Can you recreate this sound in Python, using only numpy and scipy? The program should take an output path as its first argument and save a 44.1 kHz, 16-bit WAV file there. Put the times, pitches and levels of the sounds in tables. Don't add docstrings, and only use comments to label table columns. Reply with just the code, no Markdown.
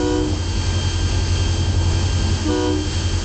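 import sys
import numpy as np
from scipy import signal
from scipy.fft import rfft, irfft
from scipy.io import wavfile
from scipy.ndimage import uniform_filter1d

SR = 44100
rng = np.random.default_rng(int(sys.argv[2]) if len(sys.argv) > 2 else 0)


def generate_wav(signal):
    frames = np.transpose(np.atleast_2d(signal))
    scaled = np.clip(frames, -1, 1) * 32767
    pcm = np.round(scaled).astype(np.int16)
    wavfile.write(sys.argv[1], SR, pcm)


N = 142884
T = np.arange(N) / SR


def undb(db):
    return 10 ** (np.asarray(db) / 20)


def unit(x):
    return x / np.sqrt(np.mean(x ** 2))


def walk(rate):
    hold = max(int(SR / rate), 2)
    held = np.repeat(rng.standard_normal(N // hold + 3), hold)[rng.integers(hold):]
    smooth = uniform_filter1d(uniform_filter1d(held, hold), hold)
    return 1.334 * smooth[:N]


def level_over_time(curve):
    return np.interp(T, *np.array(curve).T)


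def swell(curve):
    db = level_over_time(curve)
    return undb(db - db.mean())


def noise(gain):
    f = np.maximum(np.fft.rfftfreq(2 * N, 1 / SR), 1)
    spectrum = rfft(rng.standard_normal(2 * N)) * gain(f)
    return unit(irfft(spectrum)[:N])


def coloured(points):
    hz, db = np.array(points).T
    return noise(lambda f: undb(np.interp(np.log(f), np.log(hz), db)))


def resonance(hz, width):
    return noise(lambda f: 1 / (1 + ((f - hz) / width) ** 2))


def turns(hz):
    return 2 * np.pi * np.cumsum(hz) / SR


def tone(phase):
    return np.sqrt(2) * np.sin(phase + 2 * np.pi * rng.random())


# (frequency [Hz], relative level per Hz [dB])
RUMBLE_SPECTRUM = [(10, -23), (25, -16.5), (40, -4.5), (54, 3), (70, -6), (88, 2.5), (110, -11),
                   (135, -3.5), (165, -15), (210, -11), (245, -13), (330, -15.5), (400, -15.5),
                   (500, -18.5), (700, -22.5), (930, -19.5), (1150, -29), (2000, -44), (5000, -59.5)]
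RUMBLE_DB, RUMBLE_SWELL_DB = -26, 1.5
RUMBLE_DEPTH = .3


def rumble():
    level = undb(RUMBLE_DB + RUMBLE_SWELL_DB * walk(9.96))
    return level * swell(DRONE_LEVEL) ** RUMBLE_DEPTH * coloured(RUMBLE_SPECTRUM)


# (frequency [Hz], relative level per Hz [dB])
HISS_SPECTRUM = [(500, -24), (1200, -1), (1550, 1.5), (2100, -2.5), (2800, -1), (3800, -1.5), (5000, 0.5),
                 (5800, -0.5), (6400, 1.5), (6950, -2), (7500, -3.5), (8000, -4), (8500, -16),
                 (9000, -42.5)]
# (centre [Hz], width [Hz], level before flicker and treble swell [dB])
DUCTS = [(2840, 150, -51), (3173, 140, -44.5), (4510, 270, -42.5), (4770, 100, -48), (5340, 81, -49.5),
         (7350, 220, -49)]
# (time [s], level [dB])
TREBLE_LEVEL = [(0, -34), (.25, -34), (.5, -31.5), (.87, -29), (1.0, -29.5), (1.4, -29.5), (1.68, -31),
                (2.0, -29.5), (2.45, -29.5), (2.57, -31.5), (2.7, -32.5), (2.83, -32), (2.94, -28.5),
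                (3.2, -30)]
HISS_DB = -34.5
HISS_FLICKER_DB, HISS_FLICKER_RATE_HZ = .6, 14


def air():
    ducts = sum(undb(db + 1.5 * walk(10)) * resonance(hz, width) for hz, width, db in DUCTS)
    hiss = undb(HISS_DB) * coloured(HISS_SPECTRUM)
    flicker = undb(HISS_FLICKER_DB * walk(HISS_FLICKER_RATE_HZ))
    return swell(TREBLE_LEVEL) * flicker * (hiss + ducts)


# (time [s], level [dB])
BOOM_LEVEL = [(0, -54), (.3, -50), (.6, -38), (.9, -46), (1.5, -42), (1.85, -34), (2.05, -46), (2.2, -29.5),
              (2.48, -31.5), (2.62, -47), (2.95, -39), (3.08, -29), (3.24, -35)]
BOOM_HZ, BOOM_WIDTH_HZ = 210.8, 8.6


def boom():
    return undb(level_over_time(BOOM_LEVEL)) * resonance(BOOM_HZ, BOOM_WIDTH_HZ)


# (multiple of the crank rate, level before flutter, swell and trim [dB])
ENGINE_ORDERS = [(3, -37), (4, -28.5), (5, -41), (6, -38), (7, -38), (8, -22), (9, -30.5), (10, -44),
                 (12, -42), (19, -48), (24, -46), (26, -47), (30, -37), (35, -48.5), (36, -46)]
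# (time [s], level [dB])
DRONE_LEVEL = [(0, -25), (.25, -24), (.45, -21.5), (.56, -16.5), (.8, -20.5), (1.15, -18), (1.6, -14.5),
               (2.0, -17.5), (2.3, -16), (2.47, -23.5), (2.65, -27.5), (2.85, -22), (3.12, -16.5),
               (3.24, -25)]
CRANK_HZ, CRANK_WANDER = 10.95, .004
ORDER_FLUTTER_DB, ENGINE_TRIM_DB = 1.5, -0.5
DRONE_DEPTH = .5


def engine():
    crank = turns(CRANK_HZ * (1 + CRANK_WANDER * walk(8)))
    full_swell = swell(DRONE_LEVEL)
    part_swell = full_swell ** DRONE_DEPTH
    orders = np.zeros(N)
    for k, db in ENGINE_ORDERS:
        drone = full_swell if 8 <= k <= 12 else part_swell
        orders += drone * undb(db + ORDER_FLUTTER_DB * walk(14)) * tone(k * crank)
    return undb(ENGINE_TRIM_DB) * orders


# (multiple of the lobe rate, level before flutter and swells [dB])
BLOWER_TONES = [(8, -45.5), (10, -57), (12, -54.5), (13, -50.5), (14, -49), (19, -61), (21, -60.5),
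                (24, -49.5), (31, -60), (32, -45.5), (40, -62)]
# (frequency [Hz], level before flutter and swells [dB])
GEAR_TONES = [(867, -49.5), (1201, -51.5), (1244, -54.5), (3300, -52.5), (4317, -52.5), (4387, -55),
              (4490, -51.5), (4603, -52), (5335, -56)]
# (time [s], level [dB])
WHISTLE_LEVEL = [(0, -46.5), (.25, -43), (.45, -39), (.66, -41.5), (.8, -36), (1.1, -42), (1.45, -36),
                 (1.8, -41.5), (2.0, -40), (2.25, -43), (2.6, -42), (2.95, -36.5), (3.24, -42)]
BLOWER_HZ, BLOWER_WANDER = 198.12, .0003
WHISTLE_ORDER = 16
WHINE_FLUTTER_DB, WHINE_SWELL_DB = 2, 2
WHINE_ROUGH = 0.33


def whine():
    speed = turns(1 + BLOWER_WANDER * walk(6))

    def flutter(hz, db):
        level = undb(db + WHINE_FLUTTER_DB * walk(16))
        return level * tone(hz * speed + WHINE_ROUGH * walk(70))

    tones = [(k * BLOWER_HZ, db) for k, db in BLOWER_TONES] + list(GEAR_TONES)
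    chorus = sum(flutter(hz, db) for hz, db in tones) * undb(WHINE_SWELL_DB * walk(4.06))
    whistle = flutter(WHISTLE_ORDER * BLOWER_HZ, level_over_time(WHISTLE_LEVEL))
    return swell(TREBLE_LEVEL) * chorus + whistle


SQUEAK_HZ, SQUEAK_DB = 1178, -33.5
SQUEAK_LATE_S, SQUEAK_S = 0.058, 0.017


def squeak():
    shape = sum(np.exp(-((T - blast[0] - SQUEAK_LATE_S) / SQUEAK_S) ** 2) for blast in BLASTS)
    return undb(SQUEAK_DB) * shape * tone(turns(SQUEAK_HZ * (1 + 0.0055 * walk(60))))


# (valve opens [s], valve closes [s], pitch shift [%], level offset [dB],
# extra level of the low chime's overtones 2 to 4 [dB])
BLASTS = [(-.3, .145, -0.256, -1.1, -1), (2.435, 2.65, 0.031, -.2, 3)]
# (pitch before shifts [Hz], level before blast offset [dB], lateness [s], attack [s], release [s],
# pitch shift as the pressure drains [%], added pressure exponent per octave of overtone)
CHIMES = [(304.1, -21.5, .003, 0.025, 0.258, -0.336, 2.5), (369, -24.5, .04, 0.032, .185, 1.5, 1.8),
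          (486, -27.5, 0.034, 0.03, 0.13, 1.0, .8)]
# (multiple of its pitch, level re chime [dB])
OVERTONES = [
    [(1, 0), (2, -18.5), (3, -19.5), (4, -23), (5, -26), (6, -36), (9, -38), (10, -20), (11, -36),
     (19, -32), (26, -44)],
    [(1, -0.5), (2, -13.5), (3, -19.5), (4, -39), (8, -33), (14, -28), (21, -41)],
    [(1, 0.5), (2, -7.5), (3, -11.5), (4, -29), (6, -24), (7, -29), (8, -22), (12, -24.5), (15, -22),
     (16, -35)],
]
SCOOP_PCT, SCOOP_S = 0.96, .09
FADE_POWER = 1.1
HORN_WAVER, HORN_FLUTTER_DB = 0.00083, 0.72


def horn():
    out = np.zeros(N)
    for (hz, chime_db, late, attack, release, drain_pct, brass), overtones in zip(CHIMES, OVERTONES):
        pressure, shift_pct, gain, bright = np.zeros((4, N))
        for opens, closes, pitch_pct, blast_db, bright_db in BLASTS:
            rise = np.clip((T - opens - late) / attack, 0, 1)
            fall = np.cos(np.pi / 2 * np.clip((T - closes) / release, 0, 1))
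            on = (T > opens) & (T < closes + release)
            scoop = SCOOP_PCT * np.exp(-np.abs(T - opens) / SCOOP_S)
            pressure += rise * fall * on
            shift_pct += on * (pitch_pct + drain_pct * (1 - fall) + scoop)
            gain += on * undb(chime_db + blast_db)
            bright += on * bright_db * (hz == CHIMES[0][0])
        phase = turns(hz * (1 + shift_pct / 100 + HORN_WAVER * walk(30)))
        multiples, levels = np.array(overtones).T
        for k in range(1, int(round(multiples[-1])) + 1):
            flutter = HORN_FLUTTER_DB * np.sqrt(k) * walk(14)
            level = np.interp(k, multiples, levels) + bright * (1 < k < 5) + flutter
            loudness = pressure ** (FADE_POWER + brass * np.log2(k))
            out += gain * undb(level) * loudness * tone(k * phase)
    return out


ECHO_DB, ECHO_T60_S = -21.5, 0.45
SLAP_DB, SLAP_S, SLAP_HZ = -18, .17, 490


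def surroundings(x):
    colour = coloured([(200, -5), (500, 7), (1000, -11.5), (8000, -13.5)])
    tail = colour * np.exp(-np.log(1000) * T / ECHO_T60_S)
    echo = signal.fftconvolve(x, tail / np.linalg.norm(tail))[:N]
    delayed = np.interp(T - SLAP_S, T, x, left=0)
    slap = signal.lfilter(*signal.iirpeak(SLAP_HZ, 5, fs=SR), delayed)
    return x + undb(ECHO_DB) * echo + undb(SLAP_DB) * slap


def scene():
    blasts = surroundings(horn() + squeak())
    cab = engine() + rumble() + boom() + whine() + air()
    return (blasts + cab)[None]


LIMIT_DB, LIMIT_WINDOW_S = -13.5, 0.025
TOP_HZ = 8800


def record(dry):
    power = uniform_filter1d(dry ** 2, max(int(LIMIT_WINDOW_S * SR), 2))
    gain = (1 + (power / undb(LIMIT_DB) ** 2) ** 2) ** (-1 / 4)
    lowpass = signal.ellip(10, .2, 85, TOP_HZ, fs=SR, output="sos")
    return signal.sosfilt(lowpass, dry * gain)


dry = scene()
out = record(dry)
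generate_wav(out)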